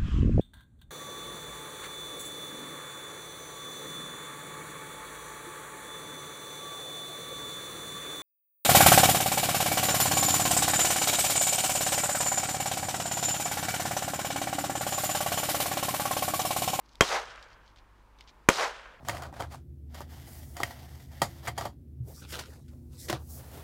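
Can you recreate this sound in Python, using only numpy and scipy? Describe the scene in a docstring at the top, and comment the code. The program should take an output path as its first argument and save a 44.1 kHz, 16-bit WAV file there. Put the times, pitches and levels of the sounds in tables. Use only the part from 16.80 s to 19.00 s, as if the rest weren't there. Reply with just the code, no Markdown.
"""Two shotgun shots at a clay shooting ground, a few metres away and facing a grassy hillside.
Each shock wave and its bounce off the ground overload the microphone and ring the steel shooting stand.
The grass hisses back, the slope returns a broad echo and the woods add a long tail.
The gun clicks and clothing rustles over open air and the low hum of a distant motor."""
import sys
import numpy as np
from scipy import signal
from scipy.fft import rfft, irfft
from scipy.io import wavfile

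SR = 44100
rng = np.random.default_rng(int(sys.argv[2]) if len(sys.argv) > 2 else 0)


def file_out(sig):
    """Save sig as 16-bit WAV at sys.argv[1]."""
    # one column per channel
    cols = np.atleast_2d(sig).T
    # limit, then scale
    lim = np.clip(cols, -1, 1)
    pcm = np.round(lim * 32767).astype(np.int16)
    wavfile.write(sys.argv[1], SR, pcm)


N = 97020

# tone of the echo from each part of the land: (frequency [Hz], level [dB])
NEAR = [(30, -3.5), (90, -14), (200, -7), (430, 2), (1200, -2.5), (2200, -9), (4500, -18.5), (7500, -18.5),
        (10000, -27), (16000, -34.5)]
GRASS = [(40, -16), (170, -16), (420, -3.5), (900, 3.5), (2000, -3.5), (4000, -1.5), (6500, -6),
         (9000, -15), (13000, -24), (16000, -33)]
SLOPE = [(60, -43), (250, -26.5), (440, -4), (850, 2.5), (1400, -2.5), (2200, -7), (3500, -18.5),
         (6500, -19.5), (9000, -54.5), (16000, -69)]
WOODS = [(100, -48), (320, -16), (510, -1), (720, -4.5), (1150, -2.5), (1560, 1), (1900, -4.5),
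         (3300, -13.5), (6000, -57), (12000, -66)]
LEAVES = [(300, -44), (1500, -34.5), (3000, 9), (5000, 0.5), (7500, -7), (10000, -18), (15000, -60)]


def undb(db):
    """Turn decibels into a gain."""
    return 10 ** (np.asarray(db) / 20)


def add(out, start, x):
    """Mix x into out from a start time in seconds."""
    i = int(round(max(start, 0) * SR))
    out[i:i + len(x)] += x[:max(len(out) - i, 0)]


def shaped(gain):
    """Noise of strength 1, shaped by one gain for each frequency."""
    x = irfft(rfft(rng.standard_normal(N)) * gain, N)
    return x / x.std()


def noise(points):
    """Noise of strength 1 whose tone follows (frequency [Hz], level [dB]) points."""
    hz, db = np.array(points).T
    freqs = np.fft.rfftfreq(N, 1 / SR) + 1
    return shaped(undb(np.interp(np.log(freqs), np.log(hz), db)))


def band(hz, octaves=1.05, dull_hz=6000):
    """Noise of strength 1 in a broad band around hz, dull at the very top."""
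    freqs = np.fft.rfftfreq(N, 1 / SR) + 1
    hump = np.exp(-(np.log2(freqs / hz) / octaves) ** 2)
    return shaped(hump / np.sqrt(1 + (freqs / dull_hz) ** 8))


def wander(rate_hz):
    """A smooth random drift around zero, typically of size 1."""
    x = shaped(np.exp(-(np.fft.rfftfreq(N, 1 / SR) / rate_hz) ** 2))
    return x - x.mean()


def fade(t, fade_s):
    """Stay at 1 until t = 0, then fall by 60 dB in each fade time."""
    return np.exp(-np.log(1000) * np.maximum(t, 0) / fade_s)


def open_air():
    """Outdoor air: a low rumble and faint hiss that waver slightly."""
    # tone of the air: (frequency [Hz], level [dB])
    air_tone = [(15, -10.5), (25, 2.5), (55, -1.5), (78, -18.5), (190, -19.5), (400, -21.5), (700, -24),
                (950, -15.5), (1400, -24), (2400, -31.5), (4000, -38.5), (8000, -46), (15000, -50.5)]
    return undb(-57.5 + .6 * wander(rate_hz=6)) * noise(air_tone)


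def motor_hum(t, waver_db=3):
    """A distant motor hums with two low tones that waver in loudness."""
    # tones of the hum: (frequency [Hz], level [dB])
    tones = [(51, -60.5), (100.5, -73)]
    out = np.zeros(N)
    for hz, db in tones:
        peak = np.sqrt(2) * undb(db + waver_db * wander(rate_hz=16))
        out += peak * np.sin(2 * np.pi * (hz * t + rng.random()))
    return out


def clothing_rustles(t, grain_db=4):
    """Moving cloth makes grainy swishes that swell and die away."""
    # swishes: (time of peak [s], half length [s], level [dB], centre frequency [Hz])
    rustles = [(0.13, 0.075, -69.5, 4630), (0.509, 0.017, -58, 5100), (0.617, 0.057, -65.5, 5560),
               (.725, 0.027, -64, 3900), (0.877, 0.05, -69.5, 4170), (0.985, 0.019, -63.5, 3300),
               (1.19, 0.032, -81.5, 5000), (1.418, 0.031, -68.5, 3470), (1.49, 0.016, -59, 3900)]
    grain = undb(grain_db * wander(rate_hz=250))
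    out = np.zeros(N)
    for peak, half_length, db, hz in rustles:
        swell = np.exp(-((t - peak) / half_length) ** 2)
        out += undb(db) * band(hz) * swell
    return out * grain / grain.mean()


def gun_clicks(t):
    """Parts of the gun and gear touch: a sharp tick, then a softer rattle."""
    # clicks: (time [s], level [dB], centre frequency [Hz], rattle fade time [s])
    clicks = [(0.06, -58, 4200, .04), (.092, -55.5, 4170, .04), (0.134, -61.5, 5860, 0.023),
              (0.155, -47.5, 4360, 0.013), (0.456, -47, 4630, 0.019), (0.559, -53, 5860, 0.024),
              (.627, -46.5, 4830, 0.035), (.878, -58.5, 4500, 0.041), (.961, -55, 4170, 0.027),
              (1.387, -56.5, 3670, 0.079), (1.4088, -43, 3150, 0.046), (1.44, -63, 4460, 0.046),
              (1.48, -56, 3000, .07), (1.491, -58, 1300, 0.042)]
    tick = fade(t, fade_s=.009)
    out = np.zeros(N)
    for start, db, hz, fade_s in clicks:
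        rattle = undb(-9) * fade(t, fade_s)
        add(out, start, undb(db) * band(hz) * (tick + rattle))
    return out


def stand_ring(t):
    """The steel shooting stand, hit by the shock, rings with a few high tones."""
    # tones of the steel: (frequency [Hz], level [dB], fade time [s])
    tones = [(3340, 1.5, .07), (3199, 8, .07), (3420, -6.5, .06), (2590, -26.5, .06), (6800, -7, .05)]
    return sum(undb(db) * np.sin(2 * np.pi * hz * t) * fade(t, fade_s) for hz, db, fade_s in tones)


def land_echoes(t, shot_count, alike_share=0.54, tree_line_s=.368):
    """The land scatters each shot back as fading noise; gives one echo a shot, all partly alike."""
    # echo paths: (tone table, delay [s], rise [s], hold [s], fade time [s], level [dB])
    paths = [(NEAR, 0.0014, 0.0048, 0.0083, 0.071, -21.5), (GRASS, .015, 0.013, 0.12, 0.25, -35.5),
             (SLOPE, .078, 0.028, 0.054, 0.23, -29), (WOODS, 0.17, 0.035, 0.076, 1.373, -48.5),
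             (LEAVES, 0.05, 0.058, 0.16, 0.73, -55.5)]
    shared_noises = [noise(path[0]) for path in paths]
    flutter = undb(wander(rate_hz=130) * np.clip(t / .03, 0, 1))  # uneven by about 1 dB
    tree_line = undb(-46) * (t > tree_line_s) * fade(t - tree_line_s, fade_s=0.093) * noise(WOODS)
    echoes = []
    for _ in range(shot_count):
        echo = tree_line.copy()
        for shared, (tone, delay, rise, hold, fade_s, db) in zip(shared_noises, paths):
            swell = np.clip((t - delay) / rise, 0, 1) * fade(t - delay - rise - hold, fade_s)
            scatter = np.sqrt(alike_share) * shared + np.sqrt(1 - alike_share) * noise(tone)
            echo += undb(db) * swell * scatter
        echoes.append(flutter * echo)
    return echoes


def gas_roar(t, rise_s, hold_s=.003):
    """Gas swirling out of the barrel makes a very short burst of noise."""
    # tone of the gas: (frequency [Hz], level [dB])
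    gas_tone = [(100, -20.5), (600, -10.5), (1200, 5), (2000, 3), (3200, -1.5), (4300, -15), (6800, -3),
                (9000, -16), (11000, -28.5), (16000, -37)]
    return np.clip(t / rise_s, 0, 1) * fade(t - hold_s, fade_s=.009) * noise(gas_tone)


def blast_wave(t, push_s):
    """Air pressure jumps up, then falls through zero after push_s into a weaker suction."""
    progress = np.maximum(t, 0) / push_s
    jump = np.clip(t * SR / 2, 0, 1)
    return jump * (1 - progress) * np.exp(-progress)


def shotgun_shots(t, crack_lead_s=.0006, suction_half_s=0.00043):
    """A small crack, then the shock, its ground bounce, suction and gas; stand and land answer."""
    # shots: (time [s], crack [dB], shock [dB], push length [s], bounce delay [s], bounce gain [-1..1],
    # suction delay [s], suction [dB], gas roar [dB], stand ring [dB], echo [dB])
    shots = [(0.2085, -30, 7.5, 0.00025, .00156, 0.95, .00284, -7, -12, -23.5, 0),
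             (1.6882, -32, 13.5, 0.00029, 0.001464, -0.69, .0021, -9.5, -11.5, -35, 0.5)]
    echoes = land_echoes(t, len(shots))
    ring = stand_ring(t)
    out = np.zeros(N)
    for shot, echo in zip(shots, echoes):
        (start, crack_db, shock_db, push_s, bounce_s, bounce_gain,
         suction_s, suction_db, roar_db, ring_db, echo_db) = shot
        shock = blast_wave(t, push_s) + bounce_gain * blast_wave(t - bounce_s, push_s)
        suction = np.exp(-((t - suction_s) / suction_half_s) ** 2)
        bang = undb(shock_db) * shock - undb(suction_db) * suction + undb(roar_db) * gas_roar(t, push_s)
        add(out, start - crack_lead_s, -undb(crack_db) * blast_wave(t, push_s))
        add(out, start, undb(ring_db) * ring + undb(echo_db) * echo - bang)
    return out


def scene():
    """Shots, clicks, rustles and background meet at one microphone."""
    t = np.arange(N) / SR
    return (shotgun_shots(t) + gun_clicks(t) + clothing_rustles(t) + open_air() + motor_hum(t))[None]


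def record(dry, bass_hz=45, top_hz=15500, ceiling=.92):
    """The microphone thins the deep bass, flattens the shocks and cuts the highest treble."""
    bass_cut = signal.butter(1, bass_hz, "high", fs=SR, output="sos")
    treble_cut = signal.ellip(8, .2, 80, top_hz, fs=SR, output="sos")
    thinned = signal.sosfilt(bass_cut, dry)
    flattened = ceiling * np.tanh(thinned / ceiling)
    return signal.sosfilt(treble_cut, flattened)


dry = scene()
out = record(dry)
file_out(out)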